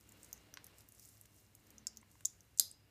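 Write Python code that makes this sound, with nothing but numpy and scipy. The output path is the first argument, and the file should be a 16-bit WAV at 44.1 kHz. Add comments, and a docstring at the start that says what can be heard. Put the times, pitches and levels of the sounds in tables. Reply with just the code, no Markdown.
"""Watch bracelet pulled onto a wrist

A steel bracelet is handled above a desk in a quiet room, close to the microphone.
Links tick as brief damped resonances and slide over the skin as shaped noise with tiny touches.
The clasp folds and snaps shut, striking many resonances at once, and its plate rings on in beating modes.
Ticks and snap return off the desk top and near surfaces and die in the room.
Filtered noise below makes hum, hiss, a swelling low tone and a distant swelling rumble."""
import sys
import numpy as np
from scipy import signal
from scipy.fft import rfft, irfft
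from scipy.io import wavfile

SR = 44100
rng = np.random.default_rng(int(sys.argv[2]) if len(sys.argv) > 2 else 0)


def store_wav(level_fs):
    """Save 16-bit WAV to argv[1]."""
    pcm = np.round(np.clip(np.atleast_2d(level_fs), -1, 1) * 32767)
    wavfile.write(sys.argv[1], SR, pcm.T.astype(np.int16))


def rack_gain(trim_db):
    """Turn a fader trim in dB into the linear factor to multiply a signal by."""
    fader = np.asarray(trim_db, float)
    return 10 ** (fader / 20)


N = 127890  # length in samples

# the clasp locks: t/s, peak level before reflections/dB
CLASP_LOCK = [(2.5966, -7)]


def in_time(rows):
    """Level envelope: decibels interpolated linearly in time become a gain per sample."""
    s, db = np.transpose(rows)
    return rack_gain(np.interp(np.arange(N) / SR, s, db))


def rms_one(x):
    """Normalisation of mean power: the signal is scaled to rms 1."""
    return x / np.sqrt(np.mean(x ** 2) + 1e-20)


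def coloured(spectrum, size):
    """Spectral shaping: white noise is weighted over log frequency, then scaled to rms 1."""
    hz, db = np.transpose(spectrum)
    grid = np.fft.rfftfreq(size, 1 / SR) + 1  # offset avoids log(0)
    gain = rack_gain(np.interp(np.log(grid), np.log(hz), db))
    noise = rng.standard_normal(size)
    return rms_one(irfft(rfft(noise) * gain, size))


def ring(clicks, hz, t60):
    """Damped oscillator: a unit click starts a decaying sine of initial height 1."""
    r = rack_gain(-60 / (t60 * SR))
    w = 2 * np.pi * hz / SR
    return signal.lfilter([0, np.sin(w)], [1, -2 * r * np.cos(w), r * r], clicks + 1e-18)


def band(hz, width):
    """Resonance driven by noise: bandwidth is inverse to decay time; the result has rms 1."""
    t60 = np.log(1000) / (np.pi * width)
    return rms_one(ring(rng.standard_normal(N), hz, t60))


def contact(size=700):
    """Repeated impact: one sharp touch, then smaller random touches as neighbouring links rattle on."""
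    chatter_s, chatter_db, chatter_share = 0.003, -16, 0.12  # decay constant, level, share of samples
    t = np.arange(size) / SR
    draw = rng.random((size, 2))
    touched = draw[:, 0] < chatter_share
    train = rack_gain(chatter_db) * np.exp(-t / chatter_s) * touched * (4 * draw[:, 1] - 2)
    train[0] = 1
    return train


def clink(touch, hz, width):
    """Cascaded resonance: two passes give a soft rise and steep skirts, scaled to peak 1."""
    r = np.exp(-np.pi * width / SR)
    for _ in range(2):
        touch = signal.lfilter([1, 0, -1], [1, -2 * r * np.cos(2 * np.pi * hz / SR), r * r], touch)
    return touch / (np.abs(touch).max() + 1e-20)


def add(out, s, sound):
    """Superposition: a sound is mixed in from time s in seconds."""
    start = int(s * SR)
    out[start:start + len(sound)] += sound


def room(x, tail_db):
    """Room impulse response: direct sound, early reflections, diffuse tail decaying band by band."""
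    # desk top, then two near surfaces: delay t/s, level/dB
    echoes = [(.0019, -7.5), (.011, -19.5), (0.0153, -25)]
    # reverberant decay by band: f/Hz, T60/s, relative level/dB
    decay = [(487, 0.54, -1), (2000, 0.17, 5.5), (4650, 0.28, 4.5), (7000, 0.1, -6.5), (12400, 0.21, 1),
             (14500, 0.086, 3.5)]
    gap_s = 0.0075  # the tail fades in over this time
    t = np.arange(SR // 2) / SR
    hz, t60, level_db = np.transpose(decay)
    edges = np.r_[100, np.sqrt(hz[1:] * hz[:-1]), 19000]  # Hz
    tail = np.zeros(len(t))
    for low, high, fall, db in zip(edges, edges[1:], t60, level_db):
        sos = signal.butter(2, [low, high], "band", fs=SR, output="sos")
        noise = signal.sosfilt(sos, rng.standard_normal(len(t)))
        tail += noise * rack_gain(db - 60 * t / fall)
    tail *= np.clip(t / gap_s, 0, 1) ** 2
    response = rack_gain(tail_db) * tail / np.sqrt(np.sum(tail ** 2))  # tail energy re direct sound
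    response[0] += 1
    for lag, db in echoes:
        response[int(lag * SR)] += rack_gain(db)
    return signal.fftconvolve(x, response)[:N]


def background():
    """Stationary noise and narrow resonances: room air, wavering hum and a low swelling tone."""
    # room air spectrum: f/Hz, relative level per Hz/dB
    air_colour = [(15, -61.5), (28, -34), (50, -5.5), (108, 6.5), (277, -8), (400, -13), (800, -17.5),
                  (3000, -26.5), (11900, -22.5), (14800, -21), (16000, -60)]
    # wavering hum: f/Hz, width/Hz, level/dB
    hum_bands = [(62, 11, -74.5), (103.2, 5.3, -74)]
    # swell of the low tone: t/s, level/dB
    drone_swell = [(0, -83), (1.55, -87), (1.7, -74.5), (2.05, -71.5), (2.15, -89.5), (2.9, -91)]
    air = rack_gain(-74) * coloured(air_colour, N)
    hum = sum(rack_gain(db) * band(hz, width) for hz, width, db in hum_bands)
    drone = in_time(drone_swell) * band(215.2, 7.5)  # Hz, width in Hz
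    return air + hum + drone


def rumble():
    """Amplitude-modulated noise: a broad distant spectrum with faint resonances swells slowly."""
    # swell of the broad noise: t/s, level/dB
    swell = [(0, -75), (.15, -68.5), (.45, -69.5), (.58, -70), (.7, -68.5), (.82, -71), (.9, -75),
             (1.55, -76), (1.72, -71), (2.05, -75.5), (2.15, -76.5), (2.75, -77), (2.9, -75.5)]
    # spectrum: f/Hz, relative level per Hz/dB
    colour = [(88, -24), (150, 0), (431, -1.5), (862, -7), (1130, -7.5), (1460, -8), (2160, -8),
              (2590, -10), (2830, -10.5), (3500, -12), (5500, -15), (7150, -40)]
    # resonances: f/Hz, width/Hz, level re broad noise/dB
    peaks = [(43.8, 36, -9.5), (298, 22, -8), (2140, 220, -14.5), (2810, 74, -11.5), (4070, 170, -15)]
    resonances = sum(rack_gain(db) * band(hz, width) for hz, width, db in peaks)
    return in_time(swell) * (coloured(colour, N) + resonances)


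def slide():
    """Friction noise: smooth rubbing hiss plus tiny link touches whose rate follows the rubbing."""
    # bracelet rubbing on skin: t/s, hiss level/dB
    rubbing = [(0, -76.5), (.17, -74.5), (.24, -68), (.30, -73), (.6, -81), (.66, -74), (.73, -79),
               (.8, -69.5), (.86, -80), (1.03, -66), (1.15, -71), (1.28, -77.5), (1.38, -71.5), (1.5, -80),
               (1.68, -76), (2.0, -88.5), (2.12, -74.5), (2.3, -77.5), (2.9, -86)]
    # hiss spectrum: f/Hz, relative level per Hz/dB
    colour = [(1760, -31), (3000, -9), (7000, 4.5), (10100, -1.5), (12300, -1.5), (15200, 2),
              (15700, -13.5)]
    grains_per_s, grain_db = 700, -4.5  # mean rate; level re hiss
    spread_db, grain_width_hz = 6, 3000
    level = in_time(rubbing)
    sizes = rack_gain(spread_db * np.minimum(rng.exponential(1, N), 4)) * rng.choice([-1, 1], N)
    born = rng.random(N) < grains_per_s * level / level.mean() / SR
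    dealt = rng.integers(0, 8, N)  # which of eight pitches each touch excites
    grains = np.zeros(N)
    for k, hz in enumerate(np.geomspace(5500, 14000, 8)):
        touches = sizes * born * (dealt == k) + 1e-18
        grains += rms_one(clink(touches, hz, grain_width_hz))
    return level * (coloured(colour, N) + rack_gain(grain_db) * rms_one(grains))


def plate(count=10):
    """Beating of close modes: after the snap the clasp plate rings on in clusters of damped sines."""
    # mode clusters: f/Hz, level before each mode's random weight/dB, T60/s
    clusters = [(4950, -60, 0.52), (7500, -60.5, .15), (11800, -64, 0.13)]
    spread_hz = 190  # largest upward offset of a mode
    hit = np.zeros(N)
    hit[int(CLASP_LOCK[0][0] * SR)] = 1
    out = np.zeros(N)
    for hz, db, t60 in clusters:
        for offset, size in rng.uniform(-0.87, 1, (count, 2)):
            out += rack_gain(db) * size * ring(hit, hz + spread_hz * offset, t60)
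    return out


def ticks():
    """Impact excitation: each contact rings a link briefly with a bright edge; dull knocks sound lower, one as
    the clasp folds."""
    # contacts of links and folding clasp: t/s, main ring level/dB, main ring f/Hz, ring width/Hz,
    # bright edge level/dB
    contacts = [(0.01, -57, 5200, 2000, -49.5), (0.0912, -50, 7250, 1500, -47.5),
                (.1217, -48.5, 7100, 1850, -45), (0.2316, -41, 7900, 2500, -45),
                (0.246, -43.5, 7100, 2500, -48), (0.3294, -33.5, 6310, 1230, -31),
                (0.3777, -52.5, 6500, 1000, -61), (0.5398, -40, 5730, 1180, -39.5),
                (.5722, -38, 5100, 3330, -68), (0.6434, -49.5, 5800, 2510, -37),
                (0.6668, -49, 6000, 2500, -39.5), (0.7843, -51, 7360, 3000, -45),
                (.8072, -51.5, 4700, 3020, -47.5), (.8880, -56, 6300, 2500, -42),
                (0.922, -54, 6260, 2500, -44), (0.949, -58, 6360, 2500, -49.5),
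                (0.9961, -46.5, 5700, 2500, -42.5), (1.056, -48, 7300, 3000, -43),
                (1.089, -49, 8050, 2470, -46), (1.2122, -45, 8440, 3020, -41),
                (1.257, -50.5, 6660, 3000, -49), (1.551, -48.5, 6900, 3000, -42),
                (1.6682, -61, 6200, 2500, -53.5), (1.705, -50, 6400, 3000, -46),
                (1.7820, -41.5, 6230, 1130, -54), (1.8692, -23.5, 6880, 1830, -60),
                (1.87, -32.5, 5270, 650, -35), (1.9318, -58, 6000, 2500, -66),
                (1.962, -55, 5840, 2500, -61), (1.9717, -37.5, 6060, 1680, -42.5),
                (2.014, -54, 8100, 1500, -65), (2.1145, -54.5, 7100, 2450, -50.5),
                (2.208, -52, 8000, 3000, -49), (2.2509, -26.5, 6300, 1840, -38),
                (2.2548, -17, 6870, 1400, -24), (2.4069, -48.5, 6100, 1470, -51),
                (2.5742, -56, 7000, 3550, -58.5), (2.5759, -36.5, 7330, 2480, -41.5),
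                (2.5848, -42, 7500, 3000, -44), (2.5868, -30, 6240, 3026, -41.5),
                (2.7134, -40.5, 8260, 1410, -47)]
    # dull knocks, the last one as the clasp folds: t/s, level of each resonance/dB, lower f/Hz, lower width/Hz
    knocks = [(.5393, -52, 1380, 1360), (.5722, -40.5, 1300, 1350), (1.2549, -60, 1670, 1390),
              (1.869, -53.5, 1500, 1380), (2.029, -59, 960, 400), (2.154, -64, 896, 450),
              (2.208, -57.5, 1380, 1100), (2.2536, -42.5, 3700, 1500)]
    # small link resonances: f/Hz, width/Hz
    small_links = [(9800, 3300), (12000, 2200), (14500, 1650)]
    edge_spread_db = 4  # each contact favours other small links
    upper = 2.11  # pitch ratio of the second knock resonance
    out = np.zeros(N + SR)
    for s, db, hz, width, bright_db in contacts:
        touch = contact()
        edge = np.zeros(len(touch))
        for k, (edge_hz, edge_width) in enumerate(small_links):
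            weight = rack_gain(edge_spread_db * rng.standard_normal())
            edge += (-1) ** k * weight * clink(touch, edge_hz, edge_width)
        edge /= np.abs(edge).max()
        add(out, s, rack_gain(db) * clink(touch, hz, width) - rack_gain(bright_db) * edge)
    for s, db, hz, width in knocks:
        touch = contact()
        knock = clink(touch, hz, width) - 0.97 * clink(touch, upper * hz, upper * width)
        add(out, s, rack_gain(db) * knock)
    return out[:N]


def snap():
    """Modal excitation: the lock strikes all clasp modes, neighbours in opposite phase, and rattles."""
    # clasp resonances: f/Hz, relative level/dB, width/Hz
    modes = [(221, -35, 240), (650, -34.5, 290), (1500, -22.5, 1200), (3560, -12, 1300), (4200, -10.5, 510),
             (4900, -5, 350), (5590, -17.5, 600), (6420, -2.5, 550), (7390, 0, 570), (8450, -2, 1020),
             (9980, -1, 780), (11600, -4, 870), (12610, -4, 750), (14270, 1, 2700)]
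    (s, db), = CLASP_LOCK
    touch = contact(size=2000)
    body = np.zeros(len(touch))
    for k, (hz, level_db, width) in enumerate(modes):
        body += (-1) ** k * rack_gain(level_db) * clink(touch, hz, width)
    out = np.zeros(N)
    add(out, s, rack_gain(db) * body / np.abs(body).max())
    return out


def scene():
    """Superposition of sources: the bracelet in the room over the background."""
    links = room(ticks(), -16.5)  # tail dB: muffled by the hand, links reach the room less
    clasp = room(snap(), -12.5) + plate()
    return (links + clasp + slide() + rumble() + background())[None]


def band_limit(x):
    """A steep low-pass at the top of the band."""
    return signal.sosfilt(signal.butter(12, 16500, fs=SR, output="sos"), x)


def record(dry):
    """Band limiting: a steep low-pass removes the top and a high-pass the lowest bass."""
    low_pass = signal.cheby2(8, 35, 15900, fs=SR, output="sos")  # 35 dB down from 15900 Hz
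    high_pass = signal.butter(2, 51, "high", fs=SR, output="sos")  # Hz
    cut = signal.sosfilt(high_pass, signal.sosfilt(low_pass, dry))
    return band_limit(cut)


dry = scene()
out = record(dry)
store_wav(out)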